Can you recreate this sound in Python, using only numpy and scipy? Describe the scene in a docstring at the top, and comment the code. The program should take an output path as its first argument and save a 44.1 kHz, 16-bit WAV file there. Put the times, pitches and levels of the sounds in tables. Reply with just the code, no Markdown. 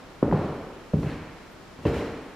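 """A large, hard-walled stair hall: three slow steps go down a wooden staircase, heard from the
walker's hand. Each footfall knocks on a tread, thumps the hollow flight and sets its timbers ringing;
the rest of the sole follows about a tenth of a second later and rasps over the wood.
The hall answers with a long tail over a faint rumble."""
import sys
import numpy as np
from scipy import signal
from scipy.io import wavfile
from scipy.ndimage import uniform_filter1d

SR = 44100
rng = np.random.default_rng(int(sys.argv[2]) if len(sys.argv) > 2 else 0)


def inscribe(sig):
    """Save sig as 16-bit PCM at rate SR to the path in sys.argv[1].

    A 1-D sig is mono; a 2-D sig holds one channel per row.
    Samples are clipped to [-1, 1] before scaling.
    """
    pcm = np.round(np.clip(np.atleast_2d(sig).T, -1, 1) * 32767)
    wavfile.write(sys.argv[1], SR, pcm.astype(np.int16))


N = 103635
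TIME = np.arange(N) / SR
CUTOFF_HZ, SLIDE_T60_S = 15400, 1.66

# Heel and toe contacts, the first heard only as a dying tail:
# t/s, knock level/dB, knock f/Hz, knock spread/ratio, thump level/dB, thump f/Hz, timber level/dB,
# timber centre/Hz, tread level/dB, crack level/dB, hall send/dB, hall roll-off/Hz, hall bass shelf/dB
FOOTFALLS = [ (-0.55, -20, 503, 2, -20, 150, -30, 300, -40, -40, -22, 1200, -10),
             (0.2267, -6.5, 380, 1.525, -23.5, 140, -29, 253, -42, -49, -25, 635, -3),
             (0.3128, -25.5, 1360, 1.47, -20.5, 290, -46, 274, -36, -48, -44, 1480, -11),
             (0.3245, -11.5, 742, 1.344, -17, 134, -30.5, 160, -40, -55, -25.5, 1090, -2),
             (0.935, -18.5, 449, 1.37, -16, 130.4, -26.5, 167, -34, -51, -33.5, 367, 10.5),
             (1.0314, -32, 640, 2, -28, 175, -38, 172, -37, -44, -35.5, 1250, -11),
             (1.787, -60, 340, 1.4, -59, 121, -49, 240, -64, -70, -43, 420, -2),
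             (1.8524, -25.5, 458, 1.5, -15, 137, -25, 527, -35, -36.5, -24, 645, -1), ]
# Soles sliding on the wood: t/s, length/s, scuff level/dB, treble shelf/dB, rasp level/dB
SLIDES = [(0.308, 0.17, -47.5, -7.5, -59), (0.93, 0.16, -59.5, 14.5, -61), (1.044, 0.11, -44, -11, -48.5),
          (1.815, 0.034, -56, 5, -64), (1.854, 0.035, -42.5, 1, -41), (1.924, 0.071, -43.5, 3, -45.5)]
# Stereo image of the hall: f/Hz, left-right correlation
HALL_CORRELATION = [(50, .9995), (250, 1), (500, 0.99), (1000, 1), (2000, 0.92), (4000, 0.64), (8000, 0.22),
                    (13000, -0.3)]


def from_db(db):
    """Decibels to gain."""
    return 10 ** (np.asarray(db) / 20)


def at_hz(points, hz):
    """Read a curve on a log-frequency axis."""
    points = np.array(points)
    return np.interp(np.log(hz), np.log(points[:, 0]), points[:, 1])


def drift(per_s):
    """Random modulation that glides between values with a spread of one."""
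    knots = rng.standard_normal(int(N / SR * per_s) + 2)
    return np.interp(TIME * per_s, np.arange(len(knots)), knots)


def decay(age, t60):
    """Envelope that falls 60 dB in t60."""
    return np.exp(-np.log(1000) * age / t60)


def swell(start, length):
    """Half-sine fade in and out."""
    return np.sin(np.pi * np.clip((TIME - start) / length, 0, 1))


def band_pass(x, low_hz, high_hz, order=2):
    """Butterworth band-pass."""
    edges = [low_hz, min(high_hz, SR / 2 - 1)]
    return signal.sosfilt(signal.butter(order, edges, "band", fs=SR, output="sos"), x)


def hiss(low_hz, high_hz):
    """A band of noise with rms 1."""
    noise = band_pass(rng.standard_normal(N), low_hz, high_hz)
    return noise / noise.std()


def noise_bands(spectrum, correlation):
    """Yield each band's centre and levelled stereo noise; the sum has the spectrum's shape and rms 1."""
    edges = 22 * 2 ** (np.arange(25) * .4)   # Hz, 0.4 octave apart
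    centres = np.sqrt(edges[1:] * edges[:-1])
    gains = from_db(at_hz(spectrum, centres)) * np.sqrt(np.diff(edges))
    white = rng.standard_normal((2, 2, N + SR // 2))
    for k, (hz, gain) in enumerate(zip(centres, gains / np.linalg.norm(gains))):
        pair = band_pass(white[k % 2], edges[k], edges[k + 1])
        running_rms = np.sqrt(uniform_filter1d(pair ** 2, size=3000))
        mid, side = (pair / running_rms)[:, -N:]
        alike = np.clip(at_hz(correlation, hz), -1, 1)
        yield hz, gain * (np.sqrt((1 + alike) / 2) * mid + np.sqrt((1 - alike) / 2) * side * [[1], [-1]])


def blow(start, peak_db, hz, spread):
    """A heavily damped hit of a few cycles; a wider spread around its pitch makes it shorter."""
    spread = np.clip(spread, 1.05, 1.8)
    ring = band_pass(signal.unit_impulse(SR // 5), hz / spread, hz * spread, order=4)
    ring /= np.abs(ring).max()
    return from_db(peak_db) * np.interp(TIME - start, TIME[:len(ring)], ring, left=0, right=0)


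def rumble():
    """Room tone: the steady air of the building, each band wavering slightly."""
    # Tone of the air: f/Hz, relative density/dB
    spectrum = [(25, 1.5), (60, -4), (110, -3.5), (200, -2.5), (330, -2.5), (600, -8.5), (1300, -11),
                (2500, -17), (5000, -23.5), (9000, -32.5), (15000, -39)]
    # Stereo image of the air: f/Hz, left-right correlation
    correlation = [(50, .999), (250, 0.73), (500, 0.54), (1000, 0.66), (2000, 0.44), (4000, 0.34),
                   (8000, 0.1), (13000, -0.078)]
    level_db, waver_db = -46, .7
    return sum(noise * from_db(level_db + waver_db * drift(per_s=7.84))
               for _, noise in noise_bands(spectrum, correlation))


def hall():
    """Every footfall returns from the near walls at once and blooms more slowly in the whole hall."""
    # Colour of the reverb: f/Hz, relative density/dB
    spectrum = [(30, -14), (58, -5.5), (100, 2.5), (150, -2), (220, 1), (320, -3), (450, -3), (700, -9.5),
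                (1200, -14), (2500, -34.5), (6000, -59), (15000, -50)]
    # Decay of the hall: f/Hz, t60/s
    decay_times = [(40, 1.2), (120, 0.7), (300, 1.12), (700, 1.3), (2000, 1.55), (6000, 0.95), (15000, .5)]
    early_db, early_build_s, early_t60_s = 6, 0.00057, 0.27
    late_db, late_build_s, bass_hz = 5.5, 0.06, 240
    ages = np.maximum(TIME - np.array(FOOTFALLS)[:, :1], 0)
    send_db, roll_off_hz, bass_db = np.array(FOOTFALLS)[:, -3:].T
    early = from_db(early_db) * (1 - np.exp(-ages / early_build_s)) * decay(ages, early_t60_s)
    bloom = from_db(late_db) * (1 - np.exp(-ages / late_build_s))
    out = 0
    for hz, noise in noise_bands(spectrum, HALL_CORRELATION):
        shelf_db = bass_db / (1 + (hz / bass_hz) ** 2)
        send_power = from_db(send_db + shelf_db) ** 2 / (1 + (hz / roll_off_hz) ** 2)
        late = bloom * decay(ages, at_hz(decay_times, hz))
        out += noise * np.sqrt(send_power @ (early ** 2 + late ** 2))
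    return out


def brushes():
    """Short, airy flicks high in the treble."""
    # Light flicks: t/s, length/s, level/dB
    flicks = [(1.503, 0.038, -68), (1.827, 0.012, -67)]
    envelope = sum(from_db(db) * swell(start, length) for start, length, db in flicks)
    return envelope * hiss(low_hz=8000, high_hz=CUTOFF_HZ)


def scuffs():
    """Each slide swells and fades as grainy friction, and lingers in the hall."""
    # Colour of sole rubbing on wood: f/Hz, relative density/dB
    spectrum = [(300, -73), (800, 3.5), (2000, 5), (3200, -4), (5500, -10.5), (9000, -20.5), (13000, -21),
                (15500, -29)]
    grain_db, tail_db = 2.2, 0.5
    treble_hz, treble_t60_s = 4000, 0.52   # air and walls swallow the treble sooner
    rubs = np.array([swell(start, length) for start, length, *_ in SLIDES])
    direct_power = rubs * from_db(grain_db * drift(per_s=200)) ** 2 / 2
    level_db, shelf_db = np.array(SLIDES)[:, 2:4].T
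    out = 0
    for hz, noise in noise_bands(spectrum, HALL_CORRELATION):
        treble = 1 / (1 + (treble_hz / hz) ** 2)
        t60 = SLIDE_T60_S * (1 - treble) + treble_t60_s * treble
        feedback = decay(1 / SR, t60) ** 2
        tails = signal.lfilter([1 - feedback], [1, -feedback], rubs)
        power = direct_power + from_db(tail_db) ** 2 * tails / tails.max(axis=1, keepdims=True)
        out += noise * np.sqrt(from_db(level_db + shelf_db * treble) ** 2 @ power)
    return out


def rasp():
    """A sliding sole catches and slips; every slip rings shoe and tread, and the hall smears it."""
    # Resonances of the rasping sole: f/Hz, relative level/dB
    resonances = [(1300, -13), (1850, -0.5), (2150, -7.5), (2650, 2), (3100, -4.5), (4200, -4)]
    slips_per_s, spread, wet_db = 130, 1.07, -3.5
    rings = 0
    for hz, db in resonances:
        slips = (rng.random(N) < slips_per_s / SR) * rng.choice([-1, 1], N)
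        ring = band_pass(slips + 1e-18, hz / spread, hz * spread)
        rings += from_db(db) * ring / ring.std()
    envelope = sum(from_db(db) * swell(start, length) for start, length, *_, db in SLIDES)
    direct = rings * envelope / np.sqrt(len(resonances))
    reverb = rng.standard_normal(SR) * decay(TIME[:SR], SLIDE_T60_S)
    wet = signal.fftconvolve(direct, reverb / np.linalg.norm(reverb))[:N]
    return direct + from_db(wet_db) * wet


def cracks():
    """The sole slaps the wood with a short burst of grit."""
    bursts = sum(from_db(db) * (TIME >= start) * decay(np.abs(TIME - start), t60=0.041)
                 for start, *_, db, _, _, _ in FOOTFALLS)
    return bursts * hiss(low_hz=1200, high_hz=2780)


def treads():
    """The struck board rings hollow for a moment, tuned a little differently at each contact."""
    # Modes of one tread: f/Hz, relative level/dB, t60/s
    modes = [(290.7, 3, 0.32), (410.6, 5, 0.26), (572.7, -4, 0.18), (642, -12, 0.19)]
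    out = 0
    for start, *_, tread_db, _, _, _, _ in FOOTFALLS:
        age = np.maximum(TIME - start, 0)
        for hz, db, t60 in modes:
            detuned_hz = hz * rng.normal(1, 0.0088)
            out += from_db(tread_db + db) * decay(age, t60) * np.sin(2 * np.pi * detuned_hz * age)
    return out


def flight():
    """The hollow flight thumps, sags and rings; each tread favours other timber modes, which waver."""
    # Low thuds as the flight sags under the weight: t/s, level/dB, f/Hz
    sags = [(0.275, -32, 44.6), (0.3366, -15.5, 150), (0.382, -21.5, 127), (0.9646, -19.5, 161.6),
            (1.060, -27, 154), (1.865, -20.5, 75.4), (1.96, -27, 69.7)]
    # Modes of the timbers: f/Hz, relative level/dB, t60/s
    timbers = [(105.8, -13, 0.78), (142, 3, 0.52), (155.2, 2.5, 0.71), (221.7, -1.5, 0.55),
               (228.2, -3, 0.54), (273.4, -0.5, 0.79), (302, -3, 1), (327.8, -4.5, 0.64), (407, -6.5, 1),
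               (461.2, -2.5, 1.0), (580, -13.5, 0.84)]
    waver_db, fall_db = 2.5, 8   # the fall is reached one octave from the timber centre
    out = sum(blow(start, db, hz, spread=1.34) for start, db, hz in sags)
    for start, _, _, _, thump_db, thump_hz, timber_db, centre_hz, *_ in FOOTFALLS:
        out += blow(start, thump_db, thump_hz, spread=1.54)
        age = np.maximum(TIME - start, 0)
        for k, (hz, db, t60) in enumerate(timbers):
            off_centre_db = fall_db * np.log2(hz / centre_hz) ** 2
            level_db = timber_db + db - off_centre_db + waver_db * drift(per_s=22)
            out += (-1) ** k * from_db(level_db) * decay(age, t60) * np.sin(2 * np.pi * hz * age)
    return out


def knocks():
    """Shoe on tread: a woody knock with a hard edge, slapping back duller from the nearest walls."""
    # Slapback from the walls: delay/s, relative level/dB
    slaps = [(.018, -18), (.035, -12), (.053, -2)]
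    tick_below_db, slap_cutoff_hz = 18.5, 300
    direct = 0
    for start, db, hz, spread, *_ in FOOTFALLS:
        heel_tick = blow(start, db - tick_below_db, hz=1120, spread=1.29)
        direct += blow(start, db, hz, spread) + heel_tick
    dull = signal.sosfilt(signal.butter(2, slap_cutoff_hz, fs=SR, output="sos"), direct)
    return direct + sum(from_db(db) * np.interp(TIME - delay, TIME, dull, left=0) for delay, db in slaps)


def scene():
    """The feet sit dead centre; hall, scuffs and room tone give the width."""
    return knocks() + flight() + hall() + scuffs() + rumble() + treads() + cracks() + rasp() + brushes()


def record(dry):
    """A steep high cut on the whole mix."""
    return signal.sosfilt(signal.ellip(10, .1, 80, CUTOFF_HZ, fs=SR, output="sos"), dry)


dry = scene()
out = record(dry)
inscribe(out)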